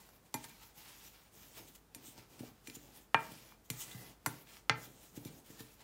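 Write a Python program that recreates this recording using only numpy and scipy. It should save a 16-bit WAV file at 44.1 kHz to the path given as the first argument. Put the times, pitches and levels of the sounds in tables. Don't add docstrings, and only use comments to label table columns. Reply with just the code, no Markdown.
import sys
import numpy as np
from scipy import signal
from scipy.fft import rfft, irfft, next_fast_len
from scipy.io import wavfile
from scipy.ndimage import uniform_filter1d

SR = 44100
rng = np.random.default_rng(int(sys.argv[2]) if len(sys.argv) > 2 else 0)


def generate_wav(sig):
    pcm = np.round(np.clip(np.atleast_2d(sig).T, -1, 1) * 32767).astype(np.int16)
    wavfile.write(sys.argv[1], SR, pcm)


N = 257269
TIME = np.arange(N) / SR

# start_s, length_s, hiss_db, scrape_db, rumble_db, change_db from start to end
SWEEPS = [(-.03, .2, -63, -65.5, -70, -10), (0.361, 0.34, -63, -63.5, -74, -7),
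          (.78, .3, -59, -62, -74, -5), (1.138, 0.14, -65, -67, -78, -6.5),
          (1.349, 0.21, -62, -68.5, -69, -2), (1.57, 0.2, -60.5, -67.5, -62, -8),
          (1.964, 0.27, -70.5, -67.5, -69, -1), (2.306, 0.17, -69.5, -70.5, -70.5, 7.5),
          (2.55, .1, -77, -75.5, -85, -3), (2.669, 0.35, -61, -67, -65, -9.5),
          (3.207, 0.31, -58.5, -59.5, -62.5, -7.5), (3.739, 0.28, -56.5, -60, -64, -3),
          (4.027, 0.083, -61, -61, -56, -3.5), (4.286, 0.13, -58.5, -62.5, -58.5, -5),
          (4.49, 0.085, -61, -63, -68, -1.5), (4.782, 0.25, -61, -68.5, -57, -13),
          (5.15, 0.24, -66.5, -74.5, -67, 2.5), (5.466, 0.27, -62.5, -68.5, -73, -3)]
# start_s, length_s, hiss_db, scrape_db
SCUFFS = [(0.265, 0.062, -70.5, -75), (.445, .03, -54, -60), (0.492, 0.028, -58.5, -65),
          (0.632, 0.053, -59, -61), (0.891, 0.07, -61, -60.5), (1.052, 0.081, -56.5, -71.5),
          (1.43, 0.032, -62, -64), (1.58, 0.046, -52, -55.5), (1.685, 0.029, -57, -74),
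          (1.756, 0.017, -55, -65), (2.074, 0.079, -53, -70), (2.185, 0.035, -63, -59),
          (2.399, 0.017, -59, -59), (2.752, 0.022, -50.5, -67), (2.967, 0.087, -60, -65),
          (3.321, 0.021, -56.5, -64), (3.656, 0.033, -67, -90), (3.812, 0.058, -43.5, -62),
          (3.915, 0.09, -56, -66), (4.84, 0.06, -54.5, -62.5), (5.027, 0.15, -60.5, -69),
          (5.169, .03, -53.5, -62), (5.275, 0.046, -57.5, -60), (5.507, 0.035, -59, -75),
          (5.602, .035, -54, -60), (5.812, 0.07, -65, -65)]
# centre_hz, level_db of each band
GRIT_BANDS = [(3200, 3), (4200, -16.5), (5500, 0.5), (7200, 3), (9200, 3), (11500, 5), (14000, 1)]
# freq_hz, density_db
SCRAPE_COLOUR = [(500, -15.5), (900, -0.5), (1600, -1), (2600, 2.5), (3600, -3.5), (5000, 0.5), (8000, -15)]
# freq_hz, density_db
RUMBLE_COLOUR = [(50, -29), (110, 3), (280, 1), (450, -3), (800, -7.5), (1500, -26)]
# start_s, clack_db, clack_hz, clack_half_width_octaves, tick_db,
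# low_ring_db (modes under 3 kHz), high_ring_db (modes above), place_quarter_turns round the wall
KNOCKS = [(0.09, -60, 1000, 0.76, -53, -14, -10, 0.43), (.342, -42.5, 980, 0.56, -28.5, 7, -3.5, 0.5),
          (.443, -49.5, 2580, 1.6, -46, 0.5, -11, 0.64), (.499, -61.5, 2000, 1.2, -58, 5, -6, 0.98),
          (1.759, -68, 4800, 0.67, -55, -11, -9, .46), (1.948, -61, 3600, 0.55, -37.5, -3, -6, 0.76),
          (2.393, -52, 4000, 0.47, -51.5, -13, -2, 1), (2.434, -44, 598, 0.36, -63, -15, -6, 0.56),
          (2.673, -42.5, 3100, 0.71, -41, -6, -4, 1), (2.699, -45.5, 3560, 0.85, -47, -9, -9, .5),
          (2.759, -63, 3600, 1, -41.5, -15, -19, 0.41), (3.1451, -17.5, 1610, 0.97, -45, -3, -1, 1),
          (3.522, -51, 1200, 0.55, -68, -30, -9, 0.52), (3.702, -34.5, 3440, 0.71, -27.5, -6, -7, 0.27),
          (3.914, -47.5, 2700, 0.63, -58, -10, 8.5, 0.56),
          (4.2617, -22.5, 1434, 0.64, -22.5, -13, -8.5, 0.22),
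          (4.472, -56.5, 3000, 1.7, -65, -22, -13, 0.58), (4.6964, -19.5, 2600, 1.34, -76, -2.5, -20, 0.33),
          (5.25, -49, 4430, .7, -43.5, -13, -3, 0.44), (5.594, -69, 3000, 0.85, -50, -14, -13, .45)]
# low_hz, high_hz
CRUNCH_BANDS = [(400, 750), (750, 1100), (1100, 1500), (1500, 2100), (2100, 3000), (3000, 4300),
                (4300, 6200), (6200, 10500), (10500, 16500)]
# pitch_hz, level_db, t60_s when struck, lobes (count)
GLASS_MODES = [(641, -20, .3, 0), (1080, -11, .07, 0), (858, -3, .2, 1), (919, 0, .14, 1),
               (1375, -7, .07, 1), (1600, -8, .1, 1), (2050, -2, .1, 1), (2397, -4, .1, 1),
               (1810, -7, .07, 0), (1250, -13, .07, 1), (4350, -5, .05, 1), (3500, -10, .1, 2),
               (3876, -12, .12, 3), (5880, -6, .1, 3), (7210, -2, .11, 0), (6654, -8, .09, 4),
               (8484, -5, .12, 2), (7740, -9, .08, 5), (9143, -5, .07, 5), (9545, -8, .1, 4),
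               (10350, -5, .14, 2), (9975, -9, .1, 6), (12020, -5, .1, 5), (11300, -7, .09, 6),
               (12530, -8, .1, 7), (13180, -6, .06, 7), (14400, -8, .1, 8), (14200, -4, .08, 3)]
# start_s, low_db (under 200 Hz), mid_db (200 to 400 Hz), high_db (above)
JOLTS = [(.347, -44, -36, -45), (0.453, -56, -53, -56), (1.598, -66, -54, -42), (1.96, -67, -48, -55),
         (2.081, -57, -50, -50), (2.187, -52, -68, -62), (2.405, -46, -35, -45), (2.43, -67, -43, -43),
         (2.509, -55, -70, -72), (2.681, -74, -45.5, -51), (2.697, -54, -48, -49), (2.767, -54, -41.5, -48),
         (3.148, -40.5, -37, -28), (3.317, -49.5, -47.5, -54), (3.704, -35, -39.5, -42),
         (3.947, -39, -50, -54), (4.268, -36, -35, -32), (4.357, -52.5, -62, -62), (4.701, -35.5, -35, -27),
         (5.174, -41.5, -38, -45), (5.255, -40.5, -37.5, -42.5), (5.301, -46.5, -60, -48),
         (5.501, -53, -46, -49), (5.604, -45, -38, -40)]
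# pitch_hz, level_db, t60_s
COUNTER_MODES = [(124, -2, .17), (152, 0, .14), (180, -5, .1), (250, -2, .1), (295, 0, .11), (350, -6, .08),
                 (443, -4, .12), (555, -10, .08)]
# centre_hz, t60_s
ROOM_DECAY = [(200, 0.51), (1000, 0.37), (3000, 0.2), (9000, 0.081)]
# freq_hz, density_db
KITCHEN_COLOUR = [(15, -28), (25, 10.5), (197, 0), (399, -4.5), (445, -1.5), (584, -6.5), (746, -4),
                  (2900, -16.5), (11300, -20), (12600, -21.5), (15200, -16), (16500, -54)]

DIG_IN_S, LIFT_S = 0.052, 0.073
SCUFF_RUMBLE_DB = -9.5
CLACK_EDGE_DB = -6.5
TICK_HZ, TICK_DB_PER_OCTAVE = 11200, -6.5
CLICK_DB = 1
CRUNCH_S = 0.0035
RATTLE_S, RATTLE_DB = 0.0084, -8.5
SING_DB, SING_WANDER_DB, SING_T60_S = -42, 7.5, 0.032
KITCHEN_DB, HUM_HZ, HUM_DB = -67.5, 50, -70.5
TOP_HZ = 15750


def stirring():
    hiss_gain, scrape_gain, rumble_gain = hand()
    slip_db = 0.24 * walk(40)

    grit = grains(14000, 1.38)
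    hiss = 0
    for k, (hz, db) in enumerate(GRIT_BANDS):
        swell = undb(1.8 * walk(35))
        polarity = (-1) ** k
        hiss = hiss + polarity * undb(db) * swell * band(grit, hz / 1.18, hz * 1.333)
    hiss = unit(hiss) * hiss_gain * undb(slip_db)

    rasp = grains(11000, 1.7)
    scrape = colour(rasp, SCRAPE_COLOUR) * scrape_gain * undb(slip_db + 0.96 * walk(50))

    rumble = colour(rng.standard_normal(N), RUMBLE_COLOUR)
    rumble = rumble * (rumble_gain + undb(-76)) * undb(2.0 * walk(22.24))
    return hiss + scrape, rumble


def hand():
    start, length, hiss_db, scrape_db, rumble_db, change_db = np.transpose(SWEEPS)
    sweeps = swells(start, length, change_db, DIG_IN_S, LIFT_S, hiss_db, scrape_db, rumble_db)

    start, length, hiss_db, scrape_db = np.transpose(SCUFFS)
    scuffs = swells(start - 0.087 * length, 0.17 * length, 0, 0.81 * length, 1.07 * length,
                    hiss_db, scrape_db, scrape_db + SCUFF_RUMBLE_DB)
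    return np.sqrt(np.add(sweeps, scuffs))


def swells(start, length, change_db, rise_s, fall_s, *levels_db):
    coarse_time = TIME[::64]
    t = coarse_time[:, None] - start
    edges_db = 20 * (np.minimum(t, 0) / rise_s - np.maximum(t - length, 0) / fall_s)
    shape_db = edges_db + change_db * np.clip(t / length, 0, 1)
    powers = []
    for db in levels_db:
        power = (undb(shape_db + db) ** 2).sum(axis=1)
        powers.append(np.interp(TIME, coarse_time, power))
    return powers


def grains(per_s, spread_db):
    hit = rng.random(N) < per_s / SR
    return hit * rng.standard_normal(N) * undb(spread_db * rng.exponential(size=N))


def knocks():
    start = np.transpose(KNOCKS)[0]
    out = clicks()
    t = TIME[:3000]
    for lo, hi in CRUNCH_BANDS:
        db = knock_db(np.sqrt(lo * hi))
        crunch = np.exp(-t / (CRUNCH_S * (1000 / lo) ** 0.4))
        rattle = undb(RATTLE_DB) * np.exp(-t / (RATTLE_S * (1000 / lo) ** 0.22))
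        envelope = blows(start, undb(db - 11.5), crunch + rattle)
        out = out + envelope * unit(band(rng.standard_normal(N), lo, hi, order=4))
    return out


def clicks():
    hz = np.maximum(np.arange(513), 1)[:, None] * SR / 1024
    gain = undb(knock_db(hz) + CLICK_DB) * SR * hz / (hz ** 2 + 500 ** 2)
    cepstrum = irfft(np.log(gain), axis=0)
    cepstrum = np.vstack([cepstrum[:1], 2 * cepstrum[1:512]])
    spectrum = np.exp(rfft(cepstrum, 1024, axis=0))
    pulses = irfft(spectrum, axis=0)[:512].T
    return sum(blows([row[0]], 0.81, pulse) for row, pulse in zip(KNOCKS, pulses))


def knock_db(hz):
    _, clack_db, clack_hz, octaves, tick_db = np.transpose(KNOCKS)[:5]
    clack_widths = np.abs(np.log2(hz / clack_hz) / octaves)
    clack = undb(clack_db + CLACK_EDGE_DB * clack_widths ** 3)
    tick = undb(tick_db + TICK_DB_PER_OCTAVE * np.maximum(np.log2(TICK_HZ / hz), 0))
    return 20 * np.log10(np.hypot(clack, tick))


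def jug(rubbing):
    start, *_, low_db, high_db, place = np.transpose(KNOCKS)
    out = 0
    for k, (hz, db, t60, lobes) in enumerate(GLASS_MODES):
        ring_db = low_db if hz < 3000 else high_db
        blow_db = knock_db(max(hz, 900)) + ring_db
        turn = (k % 2) * np.sign(lobes)
        reach = np.cos((lobes * place - turn) * np.pi / 2)
        push = np.hanning(int(SR / hz) + 3)
        struck = ring(blows(start, undb(blow_db) * reach, 2 * push / push.sum()), hz, t60)
        drive = undb(SING_DB + SING_WANDER_DB * walk(9)) * rubbing
        rubbed = ring(drive, hz, SING_T60_S)
        out = out + undb(db) * (struck + rubbed)
    return band(out, 400, 18000)


def counter():
    start, *part_db = np.transpose(JOLTS)
    push = np.hanning(90) / 45
    chance = rng.standard_normal((len(start), len(COUNTER_MODES))).T
    rings = 0
    for (hz, db, t60), luck in zip(COUNTER_MODES, chance):
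        part = np.searchsorted([200, 400], hz)
        jolt_db = db - 4.0 + part_db[part] + 3.06 * luck
        rings = rings + ring(blows(start, undb(jolt_db), push), hz, t60)
    return band(rings, 110, 900, order=4)


def room(x):
    t = TIME[:SR // 2]
    tail = 0
    for hz, t60 in ROOM_DECAY:
        noise = unit(band(rng.standard_normal(SR // 2), hz / 2.4, hz * 2.44)) * np.sqrt(hz / SR)
        tail = tail + noise * undb(-60 * t / t60)
    tail = tail * np.clip(t / 0.012 - 0.4, 0, 1)
    return signal.fftconvolve(x, tail)[:N]


def kitchen():
    hum = undb(HUM_DB + 0.87 * walk(4.2)) * np.sin(2 * np.pi * HUM_HZ * TIME)
    return colour(rng.standard_normal(N), KITCHEN_COLOUR) * undb(KITCHEN_DB) + hum


def undb(db):
    return 10 ** (np.asarray(db) / 20)


def unit(x):
    return x / np.sqrt(np.mean(x ** 2))


def colour(x, points):
    hz, db = np.transpose(points)
    size = next_fast_len(N)
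    log_hz = np.log(np.arange(1, size // 2 + 2) * SR / size)
    gain = undb(np.interp(log_hz, np.log(hz), db, left=-80))
    return unit(irfft(rfft(x, size) * gain, size)[:N])


def band(x, lo_hz, hi_hz, order=2):
    return signal.sosfilt(signal.butter(order, [lo_hz, hi_hz], "bandpass", fs=SR, output="sos"), x)


def ring(x, hz, t60):
    pole = np.exp(2j * np.pi * hz / SR - np.log(1000) / (t60 * SR))
    return signal.lfilter([1], [1, -pole], x).imag


def walk(rate):
    k = int(SR / rate)
    steps = np.repeat(rng.standard_normal(N // k + 3), k)
    smooth = uniform_filter1d(uniform_filter1d(steps, k), k)
    return unit(smooth[k:N + k])


def blows(times, size, shape):
    train = np.zeros(N)
    train[(np.asarray(times) * SR).astype(int)] = size
    return signal.oaconvolve(train, shape)[:N]


def scene():
    rubbing, rumble = stirring()
    near = undb(1.6) * knocks() + jug(rubbing) + counter() + undb(0.5) * rubbing + rumble
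    return (near + undb(-35.5) * room(near) + kitchen())[None]


def record(dry):
    bassless = signal.sosfilt(signal.butter(6, 42, "highpass", fs=SR, output="sos"), dry)
    return signal.sosfilt(signal.ellip(10, 0.3, 70, TOP_HZ, fs=SR, output="sos"), bassless)


dry = scene()
out = record(dry)
generate_wav(out)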